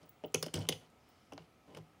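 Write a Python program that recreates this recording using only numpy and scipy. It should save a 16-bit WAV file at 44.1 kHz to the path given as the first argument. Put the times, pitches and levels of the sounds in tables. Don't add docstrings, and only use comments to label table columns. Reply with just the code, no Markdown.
import sys
import numpy as np
from scipy import signal
from scipy.io import wavfile
from scipy.ndimage import uniform_filter1d

SR = 44100
rng = np.random.default_rng(int(sys.argv[2]) if len(sys.argv) > 2 else 0)


def amplitude_ratio(level_db):
    exponent = np.asarray(level_db, float) / 20
    return 10 ** exponent


def generate_wav(sig):
    pcm = np.round(np.clip(np.atleast_2d(sig).T, -1, 1) * 32767).astype(np.int16)
    wavfile.write(sys.argv[1], SR, pcm)


N = 88200

# pitch in Hz, level in dB per Hz.
HUSH = [(24, -51), (40, 6.5), (773, -3.5), (967, -6.5), (1550, -12.5), (1850, -12), (5250, -21),
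        (11400, -27), (15300, -28)]
HUSH_DB = -67
# pitch in Hz, width in Hz, level in dB.
HUSH_PEAKS = [(245, 27, -76), (725, 54, -79.5), (1280, 58, -78), (2230, 580, -80)]
# pitch in Hz, time to fall 60 dB in seconds.
ROOM = [(100, .22), (500, .23), (3000, .25), (8000, .27), (15000, .27)]
# delay in seconds, level in dB.
ECHOES = [(.0027, -15), (0.0106, -18.5)]
ROOM_DB, ROOM_LOW_DB, ROOM_TOP_HZ = -13, -9.5, 10200

# start in seconds, level in dB.
TINKS = [
    (.055, -64),
    (.091, -50.5),
    (0.259, -53.5),
    (.392, -66),
    (.406, -59),
    (1.087, -62),
]
TINK_HZ, TINK_T60_S, TINK_TAIL_DB = 15600, 0.045, -22
# start in seconds, level in dB, pitch in Hz.
SPECKS = [(.03, -59, 5060), (0.091, -58, 9600), (.322, -60, 8700), (0.427, -26.5, 4920), (.467, -52, 7040),
          (0.557, -67, 11500), (.592, -70, 14500), (0.668, -55, 5900), (0.901, -63.5, 8850),
          (1.089, -66, 8960), (1.749, -67, 9000)]
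# start in seconds, length in seconds, level in dB, pitch in Hz, width in Hz.
RUB = (.98, .38, -81, 5200, 450)
# start in seconds, length in seconds, level in dB,
# pitch in Hz, width in Hz.
AIR = (.72, .135, -70, 11000, 8000)
# start in seconds, length in seconds, level in dB,
# pitch in Hz.
HUMS = [(.425, 0.067, -53, 156), (.542, 0.044, -43.5, 156), (.588, .075, -35.5, 159),
        (0.538, 0.034, -39, 343), (0.578, 0.029, -42, 318), (0.554, 0.043, -41, 83.4),
        (0.577, 0.12, -44, 99.8), (0.687, 0.034, -46.5, 263), (.69, 0.056, -43, 152),
        (.74, 0.072, -54.5, 154), (1.337, 0.053, -51.5, 284)]
# start in seconds, length in seconds,
# level in dB, pitch in Hz.
FLUTTERS = [(0.244, 0.0048, -43, 2880), (.280, 0.0063, -58, 3100), (.3478, 0.002, -44, 6200),
            (.348, 0.0028, -28.5, 2540), (0.344, 0.0034, -30, 10200), (0.3542, .005, -44, 6260),
            (.357, 0.0024, -40, 9800), (0.373, .012, -45, 3260), (0.542, 0.0022, -32.5, 3020),
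            (0.553, 0.013, -39, 5100), (.554, 0.017, -44.5, 3040), (.555, .007, -53, 8500),
            (0.558, 0.0033, -50, 11500), (.560, 0.0058, -42, 6200), (.561, 0.0036, -51, 9500),
            (0.573, 0.0031, -46, 3000), (0.573, .005, -50, 5600), (.588, 0.0059, -43.5, 5300),
            (.591, 0.0067, -57, 8900), (.592, .003, -48, 14500), (0.604, 0.016, -55, 8950),
            (.609, 0.012, -49, 3050), (0.618, 0.0081, -49, 4300), (.652, 0.0031, -57, 3000),
            (0.667, 0.01, -51, 3070), (0.694, 0.0018, -34, 4900), (0.69, 0.0034, -30, 2137),
            (0.691, .002, -45, 9400), (.699, 0.0091, -40, 3250), (.700, 0.0038, -51, 9650),
            (0.714, 0.0092, -47, 3060), (0.7211, 0.0012, -41, 3080), (.726, 0.0062, -41.5, 3500),
            (.735, 0.0094, -59, 3310), (1.32, 0.021, -51.5, 2830), (1.3195, 0.0023, -45.5, 784),
            (1.332, 0.0092, -55, 2900), (1.333, 0.0032, -52, 5700), (1.393, 0.0034, -60, 2800),
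            (1.381, 0.007, -52, 660)]
FLUTTER_WIDTH = 0.14

# start in seconds, length in seconds, table rumble in dB, deep thrum in dB,
# card scrape in dB.
SLIDES = [
    (0, 0.1, -67.5, -68, -76),
    (0.534, 0.051, -48.5, -54, -51),
    (0.563, 0.1, -51, -50.5, -58.5),
    (0.667, 0.096, -55, -58, -67),
    (0.8, 0.083, -69.5, -77, -73.5),
    (0.985, 0.49, -92, -96, -81.5),
    (1.362, 0.11, -73, -65.5, -79.5),
    (1.656, 0.16, -61.5, -71, -75.5),
    (1.76, 0.034, -58, -62, -64),
]
SLIDE_RISE, SLIPS_PER_S, SLIP_SPREAD_DB, SCRAPE_TOP_HZ = 0.2, 8000, 3.8, 10200

# pitch in Hz, level in dB, time to fall 60 dB in seconds.
TABLE = [(246.3, 4.5, 0.046), (300, -1, 0.088), (349.5, 2, 0.057), (420, 9, 0.035), (511.7, 6, 0.042),
         (610.6, 7, 0.033), (702, -9.5, 0.087), (771, -1.5, 0.059), (898, 2.5, 0.02), (1017, -7.5, 0.099)]
# pitch in Hz, level in dB, time to fall 60 dB in seconds.
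DEEP = [(72, -10, 0.09), (101, -5, 0.11), (123.6, -21.5, 0.36), (159, -0.5, .18)]
PANEL_RISE_S, DEEP_RISE_S, MODE_SPREAD_DB = 0.00072, 0.0043, 3.0
# start in seconds, panel level in dB, deep thud in dB,
# favoured pitch in Hz.
KNOCKS = [(0.238, -33.5, -52.5, 450), (0.2446, -35, -71, 487), (0.255, -42, -57, 506),
          (.345, -25, -40.5, 514), (.353, -36, -41.5, 447), (0.428, -32.5, -46.5, 420),
          (.464, -35.5, -50.5, 525), (0.539, -37.5, -44, 306), (0.561, -35.5, -66, 300),
          (.582, -40.5, -36, 340), (0.604, -71, -59, 348), (0.689, -28, -43, 440),
          (.724, -42.5, -44.5, 486), (.755, -69, -58, 400), (1.3218, -41, -62, 524),
          (1.333, -48.5, -55.5, 330), (1.377, -45, -67, 725), (1.405, -56, -88, 300),
          (1.772, -47, -47, 550), (1.79, -73, -52, 330), (1.745, -51.5, -54.5, 615)]
FAVOUR_DB = 5.5

# start in seconds, level in dB, pitch in Hz,
# width in Hz.
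SNAPS = [(.3451, -17.5, 6300, 1100), (.3452, -26, 10300, 2000), (.3474, -27, 5300, 1500),
         (.5408, -28, 8600, 1800), (.4636, -37, 5000, 1100), (.6888, -18, 3300, 1300),
         (.6886, -26, 6500, 1400), (.6886, -26, 9800, 1500), (.7244, -32, 3200, 800),
         (1.3787, -43, 1100, 900), (1.3785, -47, 4300, 1500), (1.7725, -49, 5000, 4000),
         (.5410, -32, 3100, 1200)]
SNAP_S, SNAP_GRIT = 0.00029, 0.35
# start in seconds, hollow click in dB, face slap in dB, edge crack in dB,
# edge pitch in Hz.
TAPS = [(0.2375, -44.5, -54.5, -66, 4600), (0.2488, -46, -62, -79, 5400), (0.3419, -34, -38.5, -32.5, 6500),
        (0.345, -25, -45, -26, 6360), (0.3568, -45, -43, -63, 6020), (0.4264, -35, -39, -31, 5240),
        (0.4411, -40, -51, -71, 5000), (0.4626, -40, -49.5, -43, 4230), (0.4827, -44.5, -49.5, -59, 4400),
        (0.5404, -34.5, -44, -30.5, 7650), (0.5566, -64, -64, -46, 5800), (0.5896, -61, -80, -61, 4660),
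        (0.6218, -56, -66, -52.5, 4460), (0.6528, -55, -54.5, -72, 6380), (0.6884, -25.5, -36, -24, 6070),
        (0.7245, -28.5, -48.5, -50, 4900), (1.3223, -60, -48, -54, 6060), (1.333, -62, -62, -57, 5600),
        (1.3781, -49, -44, -77, 4510), (1.7478, -48, -53, -56.5, 8700), (1.7715, -50, -48, -50, 5200)]
# pitch in Hz, width in Hz, level in dB.
HOLLOW = [(2550, 1700, -13.5), (3020, 364, 10), (3590, 310, -7), (4680, 2000, -3)]
# pitch in Hz, width in Hz, level in dB.
SLAP = [(1020, 910, 0.5), (1450, 350, 5), (2040, 400, -1.5)]
# pitch in Hz, width in Hz, level in dB.
EDGES = [(4300, 1980, -17), (4660, 770, -1), (6020, 1900, -10), (7920, 3600, -37), (9320, 1100, -10.5),
         (11630, 4200, -15), (14500, 5100, -15.5)]
OWN_WIDTH_HZ, OWN_DB = 320, -2.5
CLICK_DB, SLAP_DB, EDGE_DB = -1, 4, 2
CRACK_S, CHATTER_DB, CHATTER_S = 0.00029, -5.5, 0.0038
HARD_DB, SOFTEN_DB = -28.5, 17
SOFT_SIDE_DB = -3.5


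def evened(x):
    return x / np.sqrt(np.mean(x ** 2) + 1e-20)


def peaked(x):
    return x / abs(x).max()


def read(points, hz):
    f, value = np.transpose(points)
    return np.interp(np.log(hz + 1), np.log(f + 1), value)


def add(mix, s, sound):
    part = mix[max(round(s * SR), 0):][:len(sound)]
    part += sound[:len(part)]


def progress(length_s):
    return np.arange(0, length_s, 1 / SR) / length_s


def dull(x, hz):
    return signal.sosfilt(signal.butter(2, min(hz, 0.45 * SR), fs=SR, output="sos"), x)


def resonate(x, hz, width_hz):
    r = np.exp(-np.pi * width_hz / SR)
    return signal.lfilter([1 - r, 0, r - 1], [1, -2 * r * np.cos(2 * np.pi * hz / SR), r * r], x)


def bank(x, peaks):
    return sum((-1) ** k * amplitude_ratio(db) * resonate(x, hz, w) for k, (hz, w, db) in enumerate(peaks))


def ring(modes, rise_s, chance):
    t = np.arange(SR // 3) / SR
    x = 0
    for k, ((hz, db, t60), c) in enumerate(zip(modes, chance)):
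        level = amplitude_ratio(db + MODE_SPREAD_DB * c - 60 * t / t60)
        x = x + (-1) ** k * level * np.sin(2 * np.pi * hz * t)
    return peaked(x * (1 - np.exp(-t / rise_s)))


def crack(noise, length_s):
    t = np.arange(len(noise)) / SR
    chatter = amplitude_ratio(CHATTER_DB) * np.exp(-t / CHATTER_S) * noise[::-1] ** 2 / 2
    return noise * (1 - np.exp(-2 * t / length_s)) * (np.exp(-t / length_s) + chatter)


def hush():
    frames, hz = N // 256 + 5, np.fft.rfftfreq(1024, 1 / SR)
    a, b, patches = rng.standard_normal((frames, 513, 3)).T
    patches = evened(uniform_filter1d(uniform_filter1d(patches, 12, 0), 14, 1))
    spectrum = (a + 1j * b) * amplitude_ratio(read(HUSH, hz)[:, None] + 1.1 * patches)
    noise = signal.istft(spectrum, nperseg=1024, noverlap=768)[1][:N]
    humps = sum(amplitude_ratio(db) * evened(resonate(rng.standard_normal(N), f, w)) for f, w, db in HUSH_PEAKS)
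    return amplitude_ratio(HUSH_DB) * evened(noise) + humps


def room(x, start_s):
    hits = np.zeros(SR // 2)
    at = np.arange(0, SR // 2 - 20, 10)
    hits[at + rng.integers(0, 10, at.shape)] = rng.choice([-1., 1.], at.shape)
    hz, t, z = signal.stft(hits, SR, nperseg=256)
    tail = signal.istft(z * amplitude_ratio(-60 * t / read(ROOM, hz)[:, None]), SR, nperseg=256)[1]
    tail = tail * np.clip(np.arange(len(tail)) / (start_s * SR), 0, 1)
    return signal.fftconvolve(x, tail / np.linalg.norm(tail))[:N]


def bangle_tinks():
    out, t = np.zeros(N), np.arange(SR // 5) / SR
    fall = amplitude_ratio(-60 * t / TINK_T60_S) + amplitude_ratio(TINK_TAIL_DB - 60 * t / 0.25)
    shape = np.minimum(t / 0.00091, 1) * fall
    for s, db in TINKS:
        noise = rng.standard_normal(len(t))
        fuzz = evened(resonate(resonate(noise, TINK_HZ, 295), TINK_HZ, 295))
        add(out, s, amplitude_ratio(db) * fuzz * shape)
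    return out


def specks():
    out = np.zeros(N)
    for s, db, hz in SPECKS:
        add(out, s, amplitude_ratio(db) * peaked(resonate(crack(rng.standard_normal(900), 0.0015), hz, 0.3 * hz)))
    return out


def fingertip_rub():
    out = np.zeros(N)
    s, length, db, hz, width_hz = RUB
    u = progress(length)
    noise = evened(resonate(rng.standard_normal(len(u)), hz, width_hz))
    add(out, s, amplitude_ratio(db) * np.sin(np.pi * u) ** 0.5 * noise)
    return out


def settling_hiss():
    out = np.zeros(N)
    s, length, db, hz, width_hz = AIR
    u = progress(length)
    noise = evened(resonate(rng.standard_normal(len(u)), hz, width_hz))
    add(out, s, amplitude_ratio(db) * np.minimum(10 * u, 1) * (1 - u) * noise)
    return out


def hums():
    out = np.zeros(N)
    for s, length, db, hz in HUMS:
        t = np.arange(0, length, 1 / SR)
        swell = np.sin(np.pi * (t / length) ** 0.46)
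        add(out, s, amplitude_ratio(db) * swell * np.sin(2 * np.pi * hz * t))
    return out


def flutters():
    out = np.zeros(N)
    for s, length, db, hz in FLUTTERS:
        u = np.minimum(np.arange(1200) / SR / length, 1)
        rub = rng.standard_normal(1200) * np.sin(np.pi * np.sqrt(u))
        width_hz = FLUTTER_WIDTH * hz
        add(out, s, amplitude_ratio(db) * peaked(resonate(resonate(rub, hz, width_hz), hz, 2 * width_hz)))
    return out


def scrape(slips, patch):
    out = 0
    peaks = SLAP + HOLLOW + EDGES
    for k, (hz, w, db) in enumerate(peaks):
        out = out + amplitude_ratio(db) * resonate(slips * (patch % len(peaks) == k), hz, w)
    return dull(out, SCRAPE_TOP_HZ)


def slides():
    high, low = np.zeros(N), np.zeros(N)
    slips = (rng.random((3, N)) < SLIPS_PER_S / SR) * rng.choice([-1., 1.], (3, N))
    slips = slips * amplitude_ratio(SLIP_SPREAD_DB * np.minimum(rng.exponential(1, (3, N)), 4))
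    calm = np.zeros(16)
    bodies = [ring(TABLE, 0.00078, calm), ring(DEEP, 0.0012, calm)]
    patch = rng.integers(0, 840, N)
    for s, length, rumble_db, thrum_db, scrape_db in SLIDES:
        u = progress(length)
        shape = np.minimum(u / SLIDE_RISE, 1) * np.sqrt(np.clip(1 - u, 0, 1))
        start = round(s * SR)
        drive = slips[:, start:][:, :len(u)] * shape
        for d, body, db in zip(drive, bodies, (rumble_db, thrum_db)):
            x = signal.fftconvolve(d, body)
            add(low, s, amplitude_ratio(db) * x / np.sqrt(np.mean(x[:len(u)] ** 2)))
        add(high, s, amplitude_ratio(scrape_db) * evened(scrape(drive[2], patch[start:][:len(u)])))
    return high, low


def table_knocks():
    out = np.zeros(N)
    for s, panel_db, thud_db, centre_hz in KNOCKS:
        chance = rng.standard_normal(16)
        panel = [(hz, db - FAVOUR_DB * np.log2(hz / centre_hz) ** 2, t60) for hz, db, t60 in TABLE]
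        add(out, s, amplitude_ratio(panel_db) * ring(panel, PANEL_RISE_S, chance))
        add(out, s, amplitude_ratio(thud_db) * ring(DEEP, DEEP_RISE_S, chance[-4:]))
    return out


def snaps():
    out, t = np.zeros(N), np.arange(600) / SR
    for s, db, hz, width_hz in SNAPS:
        blow = (t == 0) + SNAP_GRIT * rng.standard_normal(600) * np.exp(-t / SNAP_S)
        add(out, s, amplitude_ratio(db) * peaked(resonate(resonate(blow, hz, width_hz), hz, width_hz)))
    return out


def card_taps():
    out = np.zeros(N)
    for s, click_db, slap_db, edge_db, hz in TAPS:
        a, b, c = rng.standard_normal((3, 1500))
        softness = max(HARD_DB - max(click_db, edge_db), 0) / SOFTEN_DB
        length_s = CRACK_S * 2 ** softness
        hollow = [(f, w, db + (db < HOLLOW[1][2]) * SOFT_SIDE_DB * softness) for f, w, db in HOLLOW]
        click = bank(resonate(crack(a, length_s), 2350, 2700), hollow)
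        add(out, s, amplitude_ratio(click_db + CLICK_DB) * peaked(click))
        burst = np.diff(crack(b, length_s), prepend=0)
        edge = bank(burst, EDGES) + amplitude_ratio(OWN_DB) * resonate(burst, hz, OWN_WIDTH_HZ)
        edge = dull(edge, 16000 * (CRACK_S / length_s) ** 0.3)
        add(out, s, amplitude_ratio(edge_db + EDGE_DB) * peaked(edge))
        slap = dull(bank(crack(c, length_s), SLAP), 4500)
        add(out, s, amplitude_ratio(slap_db + SLAP_DB) * peaked(slap))
    return out


def scene():
    card_scrape, rumble = slides()
    high = card_taps() + card_scrape + fingertip_rub() + specks() + snaps() + bangle_tinks()
    low = table_knocks() + rumble
    rubs = flutters() + settling_hiss()
    mix = high + low + rubs + hums() + hush()
    mix += amplitude_ratio(ROOM_DB) * room(dull(high, ROOM_TOP_HZ), 0.015)
    mix += amplitude_ratio(ROOM_LOW_DB) * room(low, 0.013)
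    mix += amplitude_ratio(ROOM_DB - 1.0) * room(dull(rubs, ROOM_TOP_HZ), 0.008)
    for s, db in ECHOES:
        add(mix, s, amplitude_ratio(db) * high)
    return mix[None]


def band_limit(x):
    return signal.sosfilt(signal.butter(12, 16800, fs=SR, output="sos"), x)


def record(dry):
    x = signal.sosfilt(signal.butter(4, 62, "highpass", fs=SR, output="sos"), dry)
    top_cut = signal.firwin(255, 15900, window=("kaiser", 9), fs=SR)
    x = signal.oaconvolve(x, top_cut[None], "same")
    return band_limit(x)


dry = scene()
out = record(dry)
generate_wav(out)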